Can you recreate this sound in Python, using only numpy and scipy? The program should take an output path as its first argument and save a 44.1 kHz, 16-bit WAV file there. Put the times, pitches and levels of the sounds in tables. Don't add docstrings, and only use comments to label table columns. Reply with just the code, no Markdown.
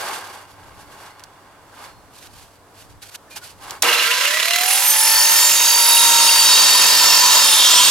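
import sys
import numpy as np
from scipy import signal
from scipy.fft import rfft, irfft, next_fast_len
from scipy.io import wavfile
from scipy.ndimage import uniform_filter1d, map_coordinates

SR = 44100
rng = np.random.default_rng(int(sys.argv[2]) if len(sys.argv) > 2 else 0)


def put_to_file(sound):
    columns = np.atleast_2d(sound).T
    safe = np.clip(columns, -1, 1)
    whole_steps = np.round(safe * 32767)
    wavfile.write(sys.argv[1], SR, whole_steps.astype(np.int16))


def volts_from_db(level):
    exponent = np.asarray(level, float) / 20
    return 10 ** exponent


N = 348390
T = np.arange(N) / SR
COARSE_T = T[::64]
SIZE = next_fast_len(N + SR // 4)
HZ = np.arange(SIZE // 2 + 1) * SR / SIZE + 1e-3
TEETH = 20
START = round(3.82 * SR)
GUARD_HZ, GUARD_WIDTH_HZ = 2790, 60


def rms_one(x):
    return x / np.sqrt(np.mean(x ** 2) + 1e-20)


def in_time(rows):
    s, *columns = np.transpose(rows)
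    return [np.interp(T, s, column) for column in columns]


def at_hz(points):
    hz, value = np.transpose(points)
    return np.interp(np.log(HZ), np.log(hz), value)


def through(x, response):
    return irfft(rfft(x, SIZE) * response, SIZE)[..., :N]


def drift(rate):
    knots = rng.standard_normal(800)
    curve = map_coordinates(knots, [COARSE_T * rate * 2], order=2)
    return rms_one(np.interp(T, COARSE_T, curve))


def swells(s, rise, fall, db):
    late = T[::64, None] - s
    length = np.where(late < 0, rise, fall)
    return np.interp(T, COARSE_T, volts_from_db(db - 12 * (late / length) ** 2).sum(axis=1))


def body(modes, spectrum, between_db):
    power = np.tile(volts_from_db(2 * (at_hz(spectrum) + between_db)), (2, 1))
    tilt_db = 1.5 * rng.standard_normal((len(modes), 2, 1))
    for (hz, width, db), tilt in zip(modes, tilt_db):
        detuning = (HZ / hz - hz / HZ) * hz / width
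        power += volts_from_db(2 * (db + tilt)) / (1 + detuning ** 2) ** 1.5
    return np.sqrt(power)


def grains(per_s, spread_db):
    sizes = volts_from_db(spread_db * np.minimum(rng.exponential(1, (2, N)), 5)) * rng.standard_normal((2, N))
    return sizes * (rng.random((2, N)) < per_s / SR)


def coloured(pair, gain, likeness):
    mid, side = rfft(pair, SIZE)
    alike = np.clip(at_hz(likeness), 0, 1)
    ears = np.sqrt(1 + alike) * mid + np.sqrt(1 - alike) * side * [[1], [-1]]
    return rms_one(irfft(ears * gain, SIZE)[:, :N])


def panned(db):
    return volts_from_db(np.array([db / 2, -db / 2])).reshape(2, -1)


def two_pole(x, hz, width):
    r = np.exp(-np.pi * width / SR)
    return signal.lfilter([1, 0, -1], [1, -2 * r * np.cos(2 * np.pi * hz / SR), r * r], x)


def resonance(x, hz, width):
    return rms_one(two_pole(x + 1e-18, hz, width))


def burst(s, db, hz, width, t60):
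    k = np.arange(9000)
    noise = rng.standard_normal((3, len(k))) * volts_from_db(-60 * k / SR / t60)
    noise[0, 0] += 3
    ring = two_pole(noise[0] + .5 * noise[1:], hz, width)
    out, at = np.zeros((2, N)), round(s * SR)
    out[:, at:at + len(k)] = volts_from_db(db) * ring / np.abs(ring).max()
    return out


# pitch_hz, level_db_per_hz
YARD_COLOUR = [(59, -19), (100, -0.5), (244, -1), (295, 0), (335, 0), (991, 2.5), (1610, -5.5), (2580, -14),
               (8110, -17), (12100, -19.5), (16000, -32)]
# pitch_hz, left_right_likeness
YARD_LIKENESS = [(60, 0.38), (180, 1), (550, 0.9), (1650, 0.66), (4970, 0.061), (15000, 0.03)]


def far_field():
    noise = coloured(rng.standard_normal((2, N)), volts_from_db(at_hz(YARD_COLOUR)), YARD_LIKENESS)
    return volts_from_db(-50 + 1.0 * drift(3.186)) * noise


# pitch_hz, level_db
HUM = [(96.9, -59), (290.7, -62), (7854, -75)]


def hum():
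    return sum(volts_from_db(db - 1.0 + 0.51 * drift(5.0)) * np.sin(2 * np.pi * hz * T) for hz, db in HUM)


# peak_s, half_length_s, level_db
GUSTS = [(.75, 0.22, -54), (2.003, 0.12, -55), (2.353, 0.12, -52), (2.932, 0.11, -49.5), (3.6, 0.31, -57),
         (5.15, 0.27, -57), (6.12, 0.2, -58), (6.45, .15, -63), (6.8, .3, -70), (7.15, .25, -58),
         (7.846, 0.21, -54)]
# pitch_hz, level_db_per_hz
GUST_COLOUR = [(12, -35), (20, -2.5), (91, 1.5), (182, -8.5), (259, -38), (277, -11), (300, -7.5),
               (390, -54), (660, -120)]
# pitch_hz, left_right_likeness
NEAR_LIKENESS = [(60, 0.21), (180, 0.42), (550, 0.47), (1650, 0.64), (4970, 0.51), (15000, 0.045)]


def wind(ducked):
    s, half, db = np.transpose(GUSTS)
    blowing = ducked * volts_from_db(-61) + swells(s, half, half, db)
    return coloured(rng.standard_normal((2, N)), volts_from_db(at_hz(GUST_COLOUR)), NEAR_LIKENESS) * blowing


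# start_s, level_db
STOP_TOUCHES = [(1.04, -60), (1.875, -56)]
# pitch_hz, level_db, t60_s
STOP_MODES = [(2840, -7, .9), (4264, 0, .9), (5430, -5, .5)]


def metal_stop():
    out = np.zeros(N)
    for s, db in STOP_TOUCHES:
        late = np.maximum(T - s, 0)
        for hz, own_db, t60 in STOP_MODES:
            out += volts_from_db(db + own_db - 60 * late / t60) * np.sin(2 * np.pi * hz * late)
    return out


# start_s, end_s, pitch_hz, level_db
SQUEAKS = [(1.1, 1.14, 2040, -53), (3.28, 3.295, 1750, -44), (3.308, 3.365, 2430, -43),
           (3.31, 3.36, 4250, -52), (3.415, 3.44, 1445, -39)]


def squeaks():
    out = np.zeros(N)
    for on, off, hz, db in SQUEAKS:
        edges = np.clip(np.minimum(T - on, off - T) / 0.0034, 0, 1)
        out += volts_from_db(db - 3.5 + 2 * drift(40)) * edges * np.sin(2 * np.pi * hz * T)
    return out


def yard():
    ducked = volts_from_db(np.interp(T, [3.82, 4.2], [0, -26]))
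    return ducked * (far_field() + hum() + metal_stop() + squeaks()) + wind(ducked)


# peak_s, rise_s, fall_s, board_slide_db, skin_and_cloth_scuff_db
HANDS = [(.07, 0.24, 0.18, -29, -32.5), (.36, 0.12, 0.094, -43, -47.5), (.65, 0.069, 0.16, -57, -60),
         (.51, 0.028, 0.034, -64, -53), (.8, 0.032, 0.046, -59, -50), (.93, 0.056, 0.041, -52, -51),
         (1.05, 0.085, 0.072, -45, -48), (1.21, 0.065, 0.083, -56, -67), (1.55, 0.85, 0.15, -60, -83),
         (1.85, 0.11, 0.067, -40.5, -46), (2.16, 0.033, .06, -70, -48), (2.25, 0.046, 0.027, -63, -44.5),
         (2.4, 0.097, 0.063, -59, -47.5), (2.55, 0.08, 0.027, -75, -60), (2.8, .05, 0.062, -76, -49.5),
         (2.92, 0.033, 0.015, -66, -53), (3.03, 0.013, 0.02, -60, -39), (3.06, 0.016, 0.025, -64, -44),
         (3.093, 0.0076, 0.0088, -61, -37), (3.13, 0.019, .02, -65, -46),
         (3.153, 0.011, 0.0091, -48, -31.5), (3.315, 0.011, 0.056, -73, -45),
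         (3.368, 0.011, 0.021, -42, -33), (3.45, 0.038, 0.075, -51, -40.5), (3.64, 0.042, 0.026, -43, -43),
         (3.71, 0.054, 0.074, -34.5, -41.5)]
# pitch_hz, level_db_per_hz
SLIDE = [(88, -57), (150, -18), (244, -19.5), (368, -8), (578, -7.5), (805, -4.5), (1060, -0.5),
         (1940, -10.5), (9440, -36), (16000, -60)]
# pitch_hz, width_hz, level_db
BOARD_MODES = [(834, 100, 0), (1070, 51, -2), (1580, 110, -3), (2180, 73, -8), (2820, 63, -9),
               (3430, 110, -12), (4600, 85, -12), (8110, 170, -17)]
# pitch_hz, level_db_per_hz
SCUFF = [(710, -44), (1200, -15), (1460, 7.5), (2000, 2), (2380, 5), (2620, 5.5), (10000, 2), (12300, 1),
         (16000, -20)]
# pitch_hz, width_hz, level_db
LOOSE_MODES = [(4570, 670, 3.5), (2870, 270, 1)]
# start_s, peak_db, pitch_hz, t60_s
KNOCKS = [(1.1947, -27.5, 4090, 0.018), (1.2025, -35, 1500, .03), (1.2365, -26, 4800, 0.024),
          (1.4257, -47, 4960, 0.02), (2.2257, -35, 2760, 0.02), (2.2694, -33, 3090, 0.022),
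          (2.8225, -34, 3170, 0.03), (3.019, -36, 2800, 0.03), (3.157, -27, 4000, 0.02),
          (3.3615, -25, 4920, 0.02), (3.384, -33, 5000, .015), (3.442, -33, 4800, .04),
          (3.697, -27, 3500, .025), (3.7072, -15, 4500, 0.018)]


def hands():
    s, rise, fall, slide_db, scuff_db = np.transpose(HANDS)
    slide = coloured(grains(6000, spread_db=-1.5), body(BOARD_MODES, SLIDE, between_db=-1.5), YARD_LIKENESS)
    scuff = coloured(grains(20000, spread_db=1.5), body(LOOSE_MODES, SCUFF, between_db=0), NEAR_LIKENESS)
    sliding = volts_from_db(-48 - 5.2 * T) + swells(s, rise, fall, slide_db)
    scuffing = volts_from_db(-65.5) + swells(s, rise, fall, scuff_db)
    moving = sliding * volts_from_db(0.5 * drift(39)) * slide
    moving = moving + scuffing * volts_from_db(1.7 * drift(40)) * scuff * panned(-0.11)
    knocks = sum(burst(s + .0008, db, hz, width=.8 * hz, t60=t60) for s, db, hz, t60 in KNOCKS)
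    return moving * (T < 3.825) + knocks * panned(-1.4)


# start_s, peak_db
SWITCH = [
    (3.8215, -9),
    (3.8232, -1),
    (3.8245, 1),
]


def switch_clack():
    return sum(burst(s, db, hz=5350, width=3700, t60=0.016) for s, db in SWITCH)


# pitch_hz, width_hz, peak_db, t60_s
JOLT = [(478, 7.1, -22, 0.63), (363, 7.5, -27.5, 0.77), (950, 400, -12, 1)]


def torque_jolt():
    return sum(burst(3.83, db, hz, width, t60) for hz, width, db, t60 in JOLT)


# pitch_hz, level_db_per_hz
RATTLE = [(59, -96), (100, -70), (181, -16), (684, -1), (827, -7), (1000, 5), (2380, 10.5), (2820, 9.5),
          (8630, -1.5), (12100, 0.5), (15600, -19)]
# pitch_hz, width_hz, level_db
FRAME_MODES = [(474, 24, -10), (619, 120, -10), (996, 44, -5), (1340, 31, -4), (1580, 44, -3),
               (1980, 200, -6), (2560, 66, -6), (2800, 100, -4), (3280, 120, -7), (3520, 78, -8),
               (4080, 55, -5), (5420, 140, -10), (6660, 140, -14), (7410, 30, -15)]


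def frame_rattle(beat, slow, bite):
    frame = body(FRAME_MODES, RATTLE, between_db=-13)
    rattle = coloured(grains(9000, spread_db=1.2) * beat, frame, NEAR_LIKENESS)
    rattle_db = -23.5 + 10.5 * slow + 0.01 * bite
    return volts_from_db(rattle_db + 1.1 * drift(20)) * rattle


def tooth_loop(turns):
    multiple = np.arange(4097)
    heights = rng.rayleigh(1, 4097) * (multiple <= 17 * TEETH) * (multiple > 26)
    loop = irfft(heights * np.exp(2j * np.pi * rng.random(4097)))
    return rms_one(np.interp(turns % 1 * 8192, np.arange(8192), loop, period=8192))


# pitch_hz, width_hz, level_db
BLADE_MODES = [(985, 30, -6), (1350, 18, -10), (2570, 22, -8), (2785, 75, -9), (3081, 12, -10),
               (3192, 20, -5), (3480, 35, -9), (3732, 16, -2), (3840, 11, -2), (4110, 18, -6),
               (4250, 18, -7), (4467, 11, 1), (4588, 18, 1), (4887, 12, -2), (5081, 28, -1), (5339, 20, -3),
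               (5401, 11, -3), (5810, 28, -6), (5950, 12, -5), (6454, 30, -3), (6650, 28, -4),
               (7021, 18, -4), (7311, 18, -3), (7710, 30, -9), (8040, 22, -8), (8510, 26, -9)]
# pitch_hz, level_db_per_hz
CHIPS = [(59, -57), (100, -16.5), (793, -2), (959, 4), (1160, 2), (1970, -5), (3710, -1), (4040, -1.5),
         (4580, 1), (12900, -6), (15600, -21)]


def tooth_strikes_and_chips(turns, beat, bite_db, bite):
    blade = body(BLADE_MODES, CHIPS, between_db=-18.5)
    strikes = rms_one(through(tooth_loop(turns) * volts_from_db(1.5 * drift(30)), blade))
    chips = coloured(grains(30000, spread_db=1.0) * beat, blade, NEAR_LIKENESS)
    return volts_from_db(-19.5 + .7 * bite) * strikes + volts_from_db(bite_db - 4.5 + 1.3 * drift(10)) * chips


# pitch_hz, level_db_per_hz
HISS = [(2940, -55), (5000, 4.5), (5220, 1.5), (7060, 7.5), (8270, 1), (10300, 4.5), (13000, 2.5),
        (15700, -5)]


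def air_hiss(turns, beat, slow):
    colour = volts_from_db(at_hz(HISS))
    hiss = coloured(rng.standard_normal((2, N)) * beat, colour, NEAR_LIKENESS)
    siren = rms_one(through(tooth_loop(turns), colour))
    level_db = -18.5 - 54 * slow
    level_db += 3 * np.exp(-((T - 5.2) / 0.38) ** 2)
    level_db += 3 * (T > 4.66) * np.exp(-((T - 4.66) / .15) ** 2)
    return volts_from_db(level_db - 4.5 + 1.0 * drift(12)) * (hiss + volts_from_db(-2) * siren)


SHAFT_CYCLES = [13, 18, 54, 20, 21, 22, 23]
SHAFT_DB = [-6, -11, -10, -0.5, -18, -6, -10]
SHAFT_FOLLOWS = [-0.15, -0.87, -0.2, -0.21, -0.54, 1, 0.63]
OVERTONES_DB = [-5, -15, -4, 2, 1, 1, 0, -8, -1, -3, 0, -2, -6, -7, -11]
# pitch_hz, width_hz, tone_db
GUARD_MODES = [(472, 28, -42), (597, 57, -37), (730, 52, -29), (810, 33, -31.5), (895, 33, -30),
               (927, 12, -30), (986, 9.4, -24), (1400, 59, -23), (1799, 49, -25), (1978, 78, -26.5)]
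# peak_s, half_length_s, multiple_of_tooth_rate, level_db
SINGING = [(5.72, 0.3, 3, -26), (6.1, 0.2, 3, -26), (6.38, 0.14, 3, -24), (6.9, 0.21, 3, -30),
           (6.06, 0.32, 4, -27), (7.66, 0.26, 4, -24), (5.16, 0.12, 5, -24), (5.66, 0.29, 5, -29),
           (6.38, 0.14, 5, -20), (7.24, 0.26, 5, -21), (5.22, 0.1, 6, -25), (6.55, 0.11, 6, -29),
           (7.13, 0.1, 6, -21), (7.46, 0.14, 6, -24), (4.91, 0.06, 7, -25), (5.28, 0.2, 7, -26),
           (5.66, 0.16, 7, -21), (6.08, 0.15, 7, -23), (6.57, 0.13, 7, -27), (7.23, 0.13, 7, -25),
           (5.46, 0.1, 8, -20), (6.1, 0.16, 8, -29), (6.43, 0.11, 8, -29), (7.22, 0.29, 8, -31),
           (7.3, 0.16, 8, -30), (6.02, 0.26, 9, -30), (4.895, 0.06, 10, -25), (5.41, 0.19, 10, -27),
           (6.03, 0.11, 10, -27), (6.26, 0.1, 10, -25), (6.52, 0.23, 10, -26), (7.51, 0.1, 10, -28),
           (4.74, 0.07, 11, -30), (5.14, 0.22, 11, -27), (5.96, 0.14, 11, -29), (6.79, 0.14, 11, -29),
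           (4.72, 0.06, 12, -24), (5.01, 0.11, 12, -23), (5.92, 0.18, 12, -22), (6.36, 0.12, 12, -31),
           (7.52, 0.17, 12, -26), (4.86, 0.1, 13, -29), (5.3, 0.3, 13, -26), (5.93, 0.16, 13, -28),
           (7.12, 0.14, 13, -33), (5.04, 0.14, 14, -32), (5.41, 0.16, 14, -30), (4.63, 0.06, 15, -32),
           (4.885, 0.06, 15, -21), (4.9, 0.07, 16, -30),
           (6.85, .4, 2, -33), (5.06, .07, 6, -24), (4.74, .05, 14, -29), (6.25, .35, 1, -26.5),
           (5.9, .3, 1, -30), (7.05, .3, 1, -33), (7.5, .15, 1, -34), (6.66, .2, 5, -23),
           (7.8, .15, 5, -26), (7.84, .12, 8, -27), (7.82, .14, 10, -25), (7.72, .15, 9, -31),
           (7.75, .15, 6, -31), (5.85, .2, 5, -27), (4.35, .12, 3, -35), (6.9, .2, 5, -29),
           (6.75, .3, 13, -34), (7.35, .1, 15, -33), (5.6, .25, 12, -32)]


def blade_tones(turns, turns_per_s, bite):
    blade = [(hz, 2.3 * width, db - 31.0) for hz, width, db in BLADE_MODES[2:]]
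    hz, width, db = np.transpose(GUARD_MODES + blade)
    songs = np.array(SINGING)
    out = np.zeros((2, N))
    whine = volts_from_db(-32.5 - 5 * np.clip((COARSE_T - 5.4) / .5, 0, 1))
    woken = (COARSE_T - 4.6) / .15
    choke_db = -12 * np.clip((COARSE_T - 7.5) / .2, 0, 1)
    orders = [*SHAFT_CYCLES, *TEETH * np.arange(2, 17)]
    for cycles, own_db, follows in zip(orders, SHAFT_DB + OVERTONES_DB, SHAFT_FOLLOWS + [0] * 15):
        overtone = cycles > 2 * TEETH and not follows
        off = (cycles * turns_per_s[::64, None] - hz) / width
        crossing = (volts_from_db(db) / (1 + off ** 2) ** 1.3).max(axis=1)
        steady = overtone * (whine if cycles > 8 * TEETH else volts_from_db(-38))
        level = volts_from_db(own_db + follows * bite[::64]) * np.maximum(steady, crossing)
        if cycles not in (18, 54):
            level *= np.clip(woken, 0, 1)
        if cycles in (13, 18, 20, 21, 22):
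            level *= volts_from_db(choke_db)
        s, half, multiple, song_db = songs[np.round(songs[:, 2]) * TEETH == cycles].T
        song_db = song_db + 1.5 - 13 * (multiple == 3) + 1.5 * (multiple > 8)
        song = volts_from_db(song_db - 12 * ((COARSE_T[:, None] - s) / half) ** 2).sum(axis=1)
        level = np.interp(T, COARSE_T, np.maximum(level, song))
        level *= volts_from_db((2.0 * overtone - 0.5) * drift(22))
        level *= 1 + overtone * .65 * np.sin(2 * np.pi * (turns + rng.random()))
        lag = rng.normal(0, .28, (2, 1)) * np.sqrt(cycles / 100)
        out[:, START:] += level[START:] * np.sin(2 * np.pi * cycles * turns[START:] + lag)
    return np.sqrt(2) * out


# time_s, level_db
KNOCKING = [(3.83, -36), (4.7, -37), (5.4, -35), (5.72, -29), (5.9, -33), (6.1, -25.5), (6.25, -31),
            (6.42, -25), (6.7, -33), (6.9, -27.5), (7.2, -33), (7.3, -30), (7.84, -40), (7.9, -22)]


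def guard_knocks(turns):
    turned = np.diff(turns % 1, prepend=0) < 0
    impulses = turned * volts_from_db(4 * rng.standard_normal(N))
    blows = np.convolve(impulses, np.hanning(260))[:N] * rng.standard_normal(N)
    knocks = np.zeros(N)
    knocks[START:] = resonance(blows[START:], GUARD_HZ, GUARD_WIDTH_HZ)
    return volts_from_db(*in_time(KNOCKING)) * knocks


# peak_s, half_length_s, pitch_hz, level_db
FLARES = [(5.25, .25, 990, -33), (5.9, .3, 980, -31), (7.75, .2, 1000, -28), (7.25, .25, 1070, -31),
          (4.17, .15, 1000, -34), (4.2, .08, 1570, -32), (4.57, .08, 2040, -30), (7.35, .17, 985, -25),
          (6.7, .3, 995, -28), (3.95, .3, 1580, -32), (3.93, .2, 1300, -31), (4.39, .1, 1950, -28),
          (6.8, .5, 2570, -36), (6.7, .25, 3081, -31), (7.8, .15, 3081, -29), (6.65, .35, 3192, -30),
          (7.8, .25, 3192, -21), (7.5, .2, 3192, -29), (6.1, .3, 3192, -32), (6.55, .5, 3732, -27),
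          (7.62, .35, 3732, -20.5), (6.6, .4, 3840, -24), (7.3, .15, 3840, -29), (7.7, .2, 3840, -30),
          (6.0, .3, 3840, -29), (4.05, .3, 4090, -32), (4.56, .12, 4090, -28), (5.3, .15, 4090, -38),
          (6.35, .2, 4467, -27), (7.0, .4, 4467, -26.5), (6.0, .3, 4588, -27), (6.6, .45, 4588, -24),
          (7.6, .15, 4588, -28), (6.85, .3, 4887, -30), (7.3, .25, 5081, -25), (7.8, .25, 5081, -25),
          (5.4, .35, 5339, -33), (7.75, .25, 5810, -26), (5.6, .25, 6650, -28), (6.2, .2, 6650, -29),
          (6.6, .2, 6800, -31), (5.45, .25, 7021, -31)]


def mode_flares():
    out = np.zeros(N)
    white = rng.standard_normal(N)
    for s, half, hz, db in FLARES:
        a, b = max(START, round((s - 2 * half) * SR)), round((s + 2 * half) * SR)
        envelope = volts_from_db(db - 12 * ((T[a:b] - s) / half) ** 2)
        out[a:b] += envelope * resonance(white[a:b], hz, width=14)
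    return out


# time_s, teeth_per_s
SPIN = [(3.82, 330.0), (4.0, 450.4), (4.2, 590.4), (4.4, 712.6), (4.5, 765.0), (4.6, 801.0), (4.8, 851.8),
        (5.0, 884.4), (5.2, 900.0), (5.6, 921.8), (5.9, 932.8), (6.2, 930.4), (6.4, 920.0), (6.6, 908.0),
        (7.0, 905.4), (7.4, 888.9), (7.6, 877.1), (7.9, 843.1)]
# time_s, level_db
LOAD = [(3.83, -37), (4.2, -29.5), (4.5, -28), (4.9, -23), (5.3, -16.5), (5.7, -16), (6.2, -11.5),
        (6.35, -12), (6.6, -10.5), (6.95, -11), (7.4, -10), (7.5, -12), (7.65, -10), (7.9, -9.5)]
# time_s, left_minus_right_db
SAW_PAN = [(3.83, -2), (4.7, -2), (5.18, 1.5), (5.44, 0), (5.59, -0.5), (6.58, 1), (6.95, 0), (7.69, 0),
           (7.9, 0)]


def saw():
    bite_db, = in_time(LOAD)
    bite = bite_db + 15
    per_s = uniform_filter1d(in_time(SPIN)[0], size=5000)
    slow = 1 - per_s / 930
    turns = np.cumsum(per_s * (1 + .001 * drift(40))) / SR / TEETH
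    graze = np.exp(-2.5 * ((turns - turns[round(4.4545 * SR)]) % 1))
    touch = 0.8 * np.exp(-((T - 4.55) / 0.16) ** 2)
    beat = 1 + 0.2 * np.sin(2 * np.pi * turns) + touch * (graze / graze.mean() - 1)
    sound = frame_rattle(beat, slow, bite) + tooth_strikes_and_chips(turns, beat, bite_db, bite)
    sound = sound + air_hiss(turns, beat, slow) + blade_tones(turns, per_s / TEETH, bite)
    sound = sound + guard_knocks(turns) + mode_flares()
    powered = np.clip((T - 3.824) / 0.0085, 0, 1)
    return powered * volts_from_db(1.0) * sound * panned(*in_time(SAW_PAN))


# start_s, peak_db
PINGS = [(3.851, -12.5), (3.886, -7), (3.91, -15), (3.928, -12), (3.949, -10), (3.996, -7), (4.041, -11),
         (4.112, -6), (4.124, -14), (4.199, -24), (4.232, -15), (4.253, -11), (4.506, -11), (4.532, -12),
         (4.556, -22), (4.584, -23), (4.714, -14)]


def guard_pings():
    return sum(burst(s, db, GUARD_HZ, 2 * GUARD_WIDTH_HZ, t60=.09) for s, db in PINGS)


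def scene():
    return yard() + hands() + switch_clack() + torque_jolt() + saw() + guard_pings()


def top_cut(x):
    return signal.sosfilt(signal.butter(12, 16520, fs=SR, output="sos"), x)


# pitch_hz, left_minus_right_db
PORT_BALANCE = [(250, -0.5), (500, 0.5), (1000, 0.5), (2000, -2), (4000, -3), (8000, -1.5), (13000, -5.5)]
# pitch_hz, left_lead_radians
PORT_PHASE = [(0, 0), (1550, 0.00036), (9130, 1.35), (10600, 0.9), (10900, 2.7), (11800, -1.9),
              (16100, 3.1)]


def record(dry):
    ports = volts_from_db(at_hz(PORT_BALANCE) * [[.5], [-.5]]) * np.exp(at_hz(PORT_PHASE) * [[.5j], [-.5j]])
    band = HZ < 15850
    microphone = volts_from_db(5 * np.clip(HZ / 2500 - 5.2, 0, 1)) * band
    heard = through(dry, ports * microphone)
    held = np.where(T > 3.84, (1 + np.abs(heard / .66) ** 3) ** (-1 / 3), 1)
    rounded = heard + through((held - 1) * heard, band / (1 + (500 / HZ) ** 4))
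    return top_cut(np.clip(rounded, -1, 1))


dry = scene()
out = record(dry)
put_to_file(out)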